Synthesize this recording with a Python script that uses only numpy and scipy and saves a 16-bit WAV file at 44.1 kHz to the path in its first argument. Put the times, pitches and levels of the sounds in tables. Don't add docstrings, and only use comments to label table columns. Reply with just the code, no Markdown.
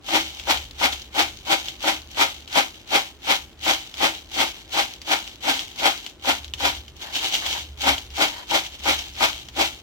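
import sys
import numpy as np
from scipy import signal
from scipy.fft import rfft, irfft, next_fast_len
from scipy.io import wavfile

SR = 44100
rng = np.random.default_rng(int(sys.argv[2]) if len(sys.argv) > 2 else 0)


def unload_audio(sound):
    columns = np.transpose(np.atleast_2d(sound))
    steps = np.round(np.clip(columns, -1, 1) * 32767)
    wavfile.write(sys.argv[1], SR, steps.astype(np.int16))


N = 433062

# (slap time [s], slap level [dB], crest time [s], crest level [dB],
# slide lead before crest [s], settling level [dB], boom level [dB], boom pitch [Hz])
LANDINGS = [(.085, -33.5, .158, -26, 0.072, -46.5, -23, 320),
            (.471, -30.5, .509, -25.5, 0.025, -49.5, -46, 272),
            (.812, -29, .845, -25.5, .042, -50.5, -37, 324),
            (1.145, -37, 1.199, -25, 0.041, -50, -30, 324.4), (1.466, -40, 1.523, -26, .04, -49, -32, 324),
            (1.838, -26.5, 1.887, -27.5, 0.057, -58.5, -29.5, 316),
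            (2.172, -31.5, 2.215, -24, 0.038, -48, -41, 279),
            (2.556, -26, 2.581, -24, 0.052, -53.5, -38, 320),
            (2.912, -38, 2.957, -25, 0.051, -55.5, -41, 319),
            (3.268, -41, 3.313, -26.5, 0.055, -58, -49, 274),
            (3.663, -27, 3.697, -27, 0.057, -47.5, -40, 322),
            (4.004, -44, 4.048, -25.5, 0.065, -52.5, -28.5, 323),
            (4.362, -42, 4.414, -27.5, 0.071, -49, -35, 332),
            (4.735, -38, 4.790, -28, 0.059, -52.5, -41, 348),
            (5.075, -37, 5.126, -27.5, 0.041, -51, -38, 327),
            (5.439, -38, 5.494, -27.5, 0.05, -43.5, -33.5, 269),
            (5.799, -41, 5.867, -25.5, 0.072, -46, -44, 269),
            (6.246, -33, 6.298, -27.5, 0.041, -59, -39, 274),
            (6.603, -30.5, 6.661, -27.5, 0.055, -51, -40, 312),
            (7.833, -35, 7.890, -25, 0.073, -51, -30.5, 274),
            (8.177, -30, 8.223, -26, 0.054, -46, -30, 300),
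            (8.514, -28, 8.554, -27, 0.051, -45.5, -30, 324),
            (8.856, -26, 8.894, -26.5, .05, -45.5, -63, 320),
            (9.205, -23.5, 9.239, -25.5, 0.053, -46, -38, 304),
            (9.563, -45, 9.612, -27, 0.039, -50.5, -28, 328.5)]
# (frequency [Hz], left [dB], right [dB])
IMPACT_SPECTRUM = [(110, -21, -28), (195, -13.5, -23.5), (295, -7.5, -9.5), (438, -12, -21),
                   (657, -4.5, -17), (890, -6.5, -10), (1170, -5.5, -10), (3230, -3.5, -4.5),
                   (4700, -11.5, -13.5), (6800, -12.5, -17), (7980, -26, -16.5), (9140, -28, -28.5),
                   (12000, -22.5, -25.5), (15300, -27.5, -33.5)]
# (frequency [Hz], left [dB], right [dB])
RUSTLE_SPECTRUM = [(200, -14, -18), (400, -14.5, -15.5), (846, -6, -10.5), (1170, -13, -12),
                   (1670, -11, -7.5), (2400, -3.5, -3.5), (3180, 1, -0.5), (4450, -4.5, -7),
                   (6600, -6, -12), (6700, -4.5, -8.5), (8080, -33, -11.5), (9100, -23, -27),
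                   (11900, -19, -21.5), (15300, -20.5, -28.5)]
# (frequency [Hz], width [Hz], level [dB])
TUB_MODES = [(274, 15, 1.5), (324, 13, 7.5), (560, 52, 4), (805, 67, 11), (907, 28, 6), (947, 51, 5),
             (1238, 52, 2.5), (1410, 43, 3.5), (1497, 23, 4), (2200, 110, 1), (3020, 43, -15.5)]


def landings():
    usual_crest_db, usual_lead_s, fall_db_per_s = -26, 0.053, 315
    floor_force, heap_force, crunch_force = np.zeros((3, N))
    for slap_s, _, crest_s, crest_db, lead_s, *_ in LANDINGS:
        crest = int(crest_s * SR)
        near = np.arange(max(0, crest - SR // 5), min(N, crest + SR // 4))
        t = near / SR
        rise_db_per_s = 392 * (usual_lead_s / lead_s) ** 0.48
        slope_db_per_s = np.where(t < crest_s, rise_db_per_s, fall_db_per_s)
        dip_db = np.hypot(slope_db_per_s * (t - crest_s), 3) - 3
        swell = amp(crest_db - dip_db)
        heap_force[near] += swell * amp(np.interp(t, [slap_s - .006, slap_s + .002], [-4, 0]))
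        floor_db = np.interp(t, [slap_s - .002, slap_s + .0011, crest_s, crest_s + .052], [-9, 3, 1, -3.5])
        floor_force[near] += swell * amp(floor_db)
        crunch_force[near] += amp(-13.5 + 0.75 * (crest_db - usual_crest_db) - 1.26 * dip_db)
    clicks = collisions(9000, spread_db=4.5, scatter_db=-4.5, scatter_t60_s=0.0048)
    patter = coloured(clicks, IMPACT_SPECTRUM, TUB_MODES)
    hollow = filtered(patter, lambda hz: 1 / (1 + (hz / 1100) ** 8))
    crunch = filtered(patter, lambda hz: 1 - 1 / (1 + (hz / 2400) ** 6))
    middle = patter - hollow - crunch
    return amp(11.5) * floor_force * hollow + amp(10) * heap_force * middle + crunch_force * crunch


def knocks():
    t = np.arange(SR // 3) / SR
    early = t[:SR // 12]
    slaps, booms = np.zeros((2, N + len(t)))
    for slap_s, slap_db, crest_s, *_, boom_db, boom_hz in LANDINGS:
        ring = sum(amp(db + 2 * rng.standard_normal()) * np.sin(2 * np.pi * hz * early)
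                   for hz, _, db in TUB_MODES[2:9])
        ring *= decay(early, t60_s=0.087) * (1 - np.exp(-early / 0.0014))
        crack = rng.standard_normal(len(early)) * decay(early, t60_s=0.019)
        slaps[round(slap_s * SR):][:len(early)] += amp(slap_db - 8) * (ring + 0.37 * crack)
        jolts_rad = np.cumsum(rng.standard_normal(len(t))) * np.sqrt(25 / SR)
        push = (1 - np.exp(-(t / 0.019) ** 2)) * decay(t, t60_s=0.31)
        boom = push * np.sin(2 * np.pi * boom_hz * t + jolts_rad)
        booms[round((crest_s - .04) * SR):][:len(t)] += amp(boom_db + 6.5) * boom
    return slaps[:N] * amp([[3], [-4]]) + booms[:N] * amp([[1], [-1]])


def sliding():
    # (frequency [Hz], width [Hz], level [dB])
    wall_modes = [(324, 29, 10), (783, 40, 3.5), (3033, 185, 3), (3470, 100, -9), (3790, 260, 2.5)]
    # (frequency [Hz], left [dB], right [dB])
    stray_spectrum = [(500, -26, -23), (2200, -12, -8), (3200, -4, -3), (6000, 0.5, -8), (8500, -20, -20),
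                      (12000, -19, -21)]
    motion_db = heap_motion_db()
    knots = np.arange(N) * 45 / SR
    clatter_db = 2.1 * np.interp(knots, np.arange(N), rng.standard_normal(N))
    rate_per_s = 3900 * amp(.65 * (motion_db + 38))
    clicks = collisions(rate_per_s, spread_db=4.5, scatter_db=-3, scatter_t60_s=0.012)
    grains = coloured(clicks, RUSTLE_SPECTRUM, wall_modes)
    treble = filtered(grains, lambda hz: 1 - 1 / (1 + (hz / 6500) ** 4))
    treble_db = np.clip(.3 * (motion_db + 53), -9, 0)
    rustle = grains + (amp(treble_db) - 1) * treble
    bounces = collisions(28, spread_db=4, scatter_db=2, scatter_t60_s=0.0057, spots=3)
    strays = coloured(bounces, stray_spectrum, wall_modes)
    stray_gain = amp(-49.5 + 0.28 * (motion_db + 41))
    stray_gain /= 1 + amp(-53.5 - motion_db) ** 2
    return amp(motion_db + clatter_db + 3.5) * rustle + stray_gain * strays


def heap_motion_db():
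    # (time [s], level [dB])
    slips = [(.35, -41.5), (.40, -35), (.93, -32.5), (1.673, -33.5), (2.11, -41), (2.78, -50),
             (4.15, -38.5), (4.91, -43), (5.28, -41), (5.6, -35.5), (6.08, -52), (6.44, -45), (6.965, -51),
             (7.027, -37.5), (7.161, -24), (7.253, -25.5), (7.342, -24), (7.46, -26), (7.53, -30.5),
             (7.583, -33), (8.37, -52), (8.755, -42.5), (8.992, -31.5)]
    rise_db_per_s, settle_db_per_s = 483, 74.5
    flight_lead_s, flight_half_s = 0.071, 0.039
    t = np.arange(N) / SR
    slide_power, loose_power, hush_db = np.zeros((3, N))
    for _, _, crest_s, _, lead_s, settle_db, *_ in LANDINGS:
        slide = amp(-32) * envelope(crest_s - lead_s, crest_s + 0.049, rise_db_per_s, 219.5)
        slide_power += slide ** 2
        settling = envelope(crest_s, crest_s, rise_db_per_s, settle_db_per_s)
        settling *= amp(settle_db + 0.19 * settle_db_per_s)
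        settling *= envelope(crest_s, crest_s + 0.25, 0, 250)
        loose_power += settling ** 2
        flight_s = crest_s - lead_s - flight_lead_s
        hush_db += 2 * np.maximum(1 - ((t - flight_s) / flight_half_s) ** 2, 0)
    for slip_s, db in slips:
        loose_power += (amp(db) * envelope(slip_s, slip_s, 395, 169)) ** 2
    return 10 * np.log10(slide_power + loose_power * amp(-hush_db) ** 2)


def ticks():
    # (time [s], level [dB], pitch [Hz])
    wall_hits = [(0.3978, -24, 2870), (0.5724, -17.5, 3100), (.71, -31, 4230), (.9263, -21, 3460),
                 (1.6841, -21, 3140), (2.147, -32, 3020), (2.4765, -27, 3160), (2.5277, -19, 3620),
                 (3.9409, -24.5, 3370), (5.0165, -24, 4900), (5.2766, -25, 2980), (5.5928, -15.5, 3260),
                 (6.0637, -19.5, 3100), (6.445, -24.5, 3900), (6.537, -16.5, 3060), (6.8808, -31, 3150),
                 (7.1551, -16, 2940), (7.1907, -18.5, 2870), (7.3246, -19, 3070), (7.3515, -12, 3140),
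                 (7.4634, -11, 3340), (7.5284, -18.5, 3220), (7.9811, -18, 3180), (8.104, -31, 2800),
                 (8.666, -25, 3310), (8.99, -18, 3130), (9.1531, -30, 5000), (9.33, -24, 3260),
                 (9.4869, -25, 3250)]
    t = np.arange(SR // 40) / SR
    contact = 1 - np.exp(-t / 0.00031)
    out = np.zeros((2, N + len(t)))
    for hit_s, db, hz in wall_hits:
        ring = np.sin(2 * np.pi * hz * t) * decay(t, t60_s=0.0061)
        snap = np.sin(2 * np.pi * rng.uniform(3300, 5750) * t) * decay(t, t60_s=0.0049)
        crack = rng.standard_normal((2, len(t))) * decay(t, t60_s=0.0052)
        scatter = rng.standard_normal((2, len(t))) * decay(t, t60_s=0.068)
        tick = contact * (0.67 * ring + 0.64 * snap + 0.83 * crack + 0.23 * scatter)
        out[:, round(hit_s * SR):][:, :len(t)] += amp(db + 1.5) * tick
    return coloured(out[:, :N], RUSTLE_SPECTRUM)


def drags():
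    # (start [s], length [s], level [dB])
    strokes = [(6.993, 0.14, -37), (7.207, 0.051, -32.5), (7.41, 0.075, -30.5), (7.528, 0.067, -33),
               (8.308, 0.14, -37), (8.96, .08, -54)]
    t = np.arange(N) / SR
    force = np.zeros(N)
    for start_s, length_s, db in strokes:
        progress = np.clip((t - start_s) / length_s, 0, 1)
        force += amp(db) * np.sqrt(np.abs(np.sin(np.pi * progress)))
    clicks = collisions(5500, spread_db=8.5, scatter_db=4, scatter_t60_s=.008, spots=1)
    return force * coloured(clicks, IMPACT_SPECTRUM, TUB_MODES)


def collisions(rate_per_s, spread_db, scatter_db, scatter_t60_s, spots=5):
    chance = np.clip(rate_per_s / SR, 1e-6, 1) * np.ones(N)
    hits = np.flatnonzero(rng.random(N) < chance)
    sizes_db = spread_db * np.clip(rng.standard_normal(N)[hits], -2, 2)
    sizes = unit(amp(sizes_db)) / np.sqrt(chance[hits])
    sizes *= rng.choice([-1, 1], N)[hits]
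    lag_samples = rng.choice([3, 6, 7, 7, 8, 8, 10, 16, 38, 42], N)[hits]

    def arrivals(pick):
        return np.array([np.bincount(at[pick], sizes[pick], N)[:N] for at in (hits + lag_samples, hits)])

    out = arrivals(hits >= 0)
    t = np.arange(SR // 80) / SR
    for spot in range(spots):
        paths = rng.standard_normal(len(t)) + 0.56 * rng.standard_normal((2, len(t)))
        paths *= decay(t, scatter_t60_s)
        paths *= amp(scatter_db) / np.linalg.norm(paths, axis=1, keepdims=True)
        direct = arrivals(hits % spots == spot)
        out += signal.oaconvolve(np.float32(direct), np.float32(paths), axes=1)[:, :N]
    return out / np.hypot(1, amp(scatter_db))


def kitchen(x):
    # (frequency [Hz], T60 [s])
    decay_times = [(200, 0.15), (1000, 0.26), (4000, 0.2), (14000, 0.42)]
    hz, t, noise = signal.stft(rng.standard_normal((2, SR // 2)), SR, nperseg=256)
    tail = signal.istft(noise * decay(t, along(decay_times, hz)[:, None]), SR, nperseg=256)[1]
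    tail = np.pad(tail, ((0, 0), (SR // 200, 0)))
    return signal.fftconvolve(x, tail / np.linalg.norm(tail[0]), axes=1)[:, :N]


def background():
    # (time [s], level [dB])
    hum_levels = [(0, -55), (.66, -42), (1.09, -49.5), (1.37, -42), (1.53, -51), (2.2, -46), (2.5, -55),
                  (3.03, -57.5), (3.44, -49), (3.8, -50), (4.85, -55), (6.15, -56), (6.62, -40), (7.2, -54),
                  (7.99, -39.5), (8.35, -52), (9.33, -41.5), (9.82, -49)]
    # (frequency [Hz], level [dB])
    hum_spectrum = [(22, -32), (35, -3), (46, -9), (58, -4), (67, 1), (73, 6.5), (82, -19), (120, -10),
                    (170, -30.5), (400, -52.5)]
    # (frequency [Hz], level [dB])
    air_spectrum = [(60, 8), (130, -2.5), (220, -1), (330, 2), (480, -6), (1000, -11.5), (3000, -19),
                    (8000, -30.5), (16000, -50)]
    hum = unit(filtered(rng.standard_normal(N), lambda hz: amp(along(hum_spectrum, hz))))
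    hum_db = np.interp(np.arange(N) / SR, *np.transpose(hum_levels))
    air = rng.standard_normal(N) + .5 * rng.standard_normal((2, N))
    air = unit(filtered(air, lambda hz: amp(along(air_spectrum, hz))))
    return hum * amp(hum_db) * amp([[-.7], [.6]]) + amp(-50) * air


def amp(db):
    return 10 ** (np.asarray(db) / 20)


def unit(x):
    return x / np.sqrt(np.mean(x ** 2) + 1e-20)


def decay(t, t60_s):
    return amp(-60 * t / t60_s)


def envelope(start_s, end_s, rise_db_per_s, fall_db_per_s):
    t = np.arange(N) / SR
    dip_db = rise_db_per_s * np.maximum(start_s - t, 0) + fall_db_per_s * np.maximum(t - end_s, 0)
    return amp(-np.minimum(dip_db, 200))


def along(points, hz, column=1):
    table = np.transpose(points)
    return np.interp(np.log(hz + 1), np.log(table[0] + 1), table[column])


def filtered(x, response):
    size = next_fast_len(N + SR // 2)
    return irfft(rfft(x, size) * response(np.fft.rfftfreq(size, 1 / SR)), size)[..., :N]


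def coloured(x, spectrum, modes=(), size=8192):
    hz = np.fft.rfftfreq(size, 1 / SR)
    gain = amp([along(spectrum, hz, column) for column in (1, 2)])
    mode_power = sum(amp(db) ** 2 / (1 + (2 * (hz - mode_hz) / width_hz) ** 2)
                     for mode_hz, width_hz, db in modes)
    gain *= np.sqrt(1 + mode_power)
    gain *= (hz + 1) / np.hypot(hz, 90)
    cepstrum = irfft(np.log(gain))
    cepstrum[:, 1:size // 2] *= 2
    cepstrum[:, size // 2 + 1:] = 0
    kernel = irfft(np.exp(rfft(cepstrum)))
    return signal.oaconvolve(x, kernel / np.sqrt(np.sum(kernel ** 2) / 2), axes=1)[:, :N]


def scene():
    tub = landings() + knocks() + sliding() + drags() + ticks()
    return amp([[-.4], [-.2]]) * (tub + amp(-12) * kitchen(tub)) + background()


def record(dry):
    ceiling, low_hz, top_hz = .9, 36, 16100
    rounded = dry / (1 + np.abs(dry / ceiling) ** 4) ** (1 / 4)
    return filtered(rounded, lambda hz: (hz < top_hz) * (1 - 1 / (1 + (hz / low_hz) ** 6)))


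dry = scene()
out = record(dry)
unload_audio(out)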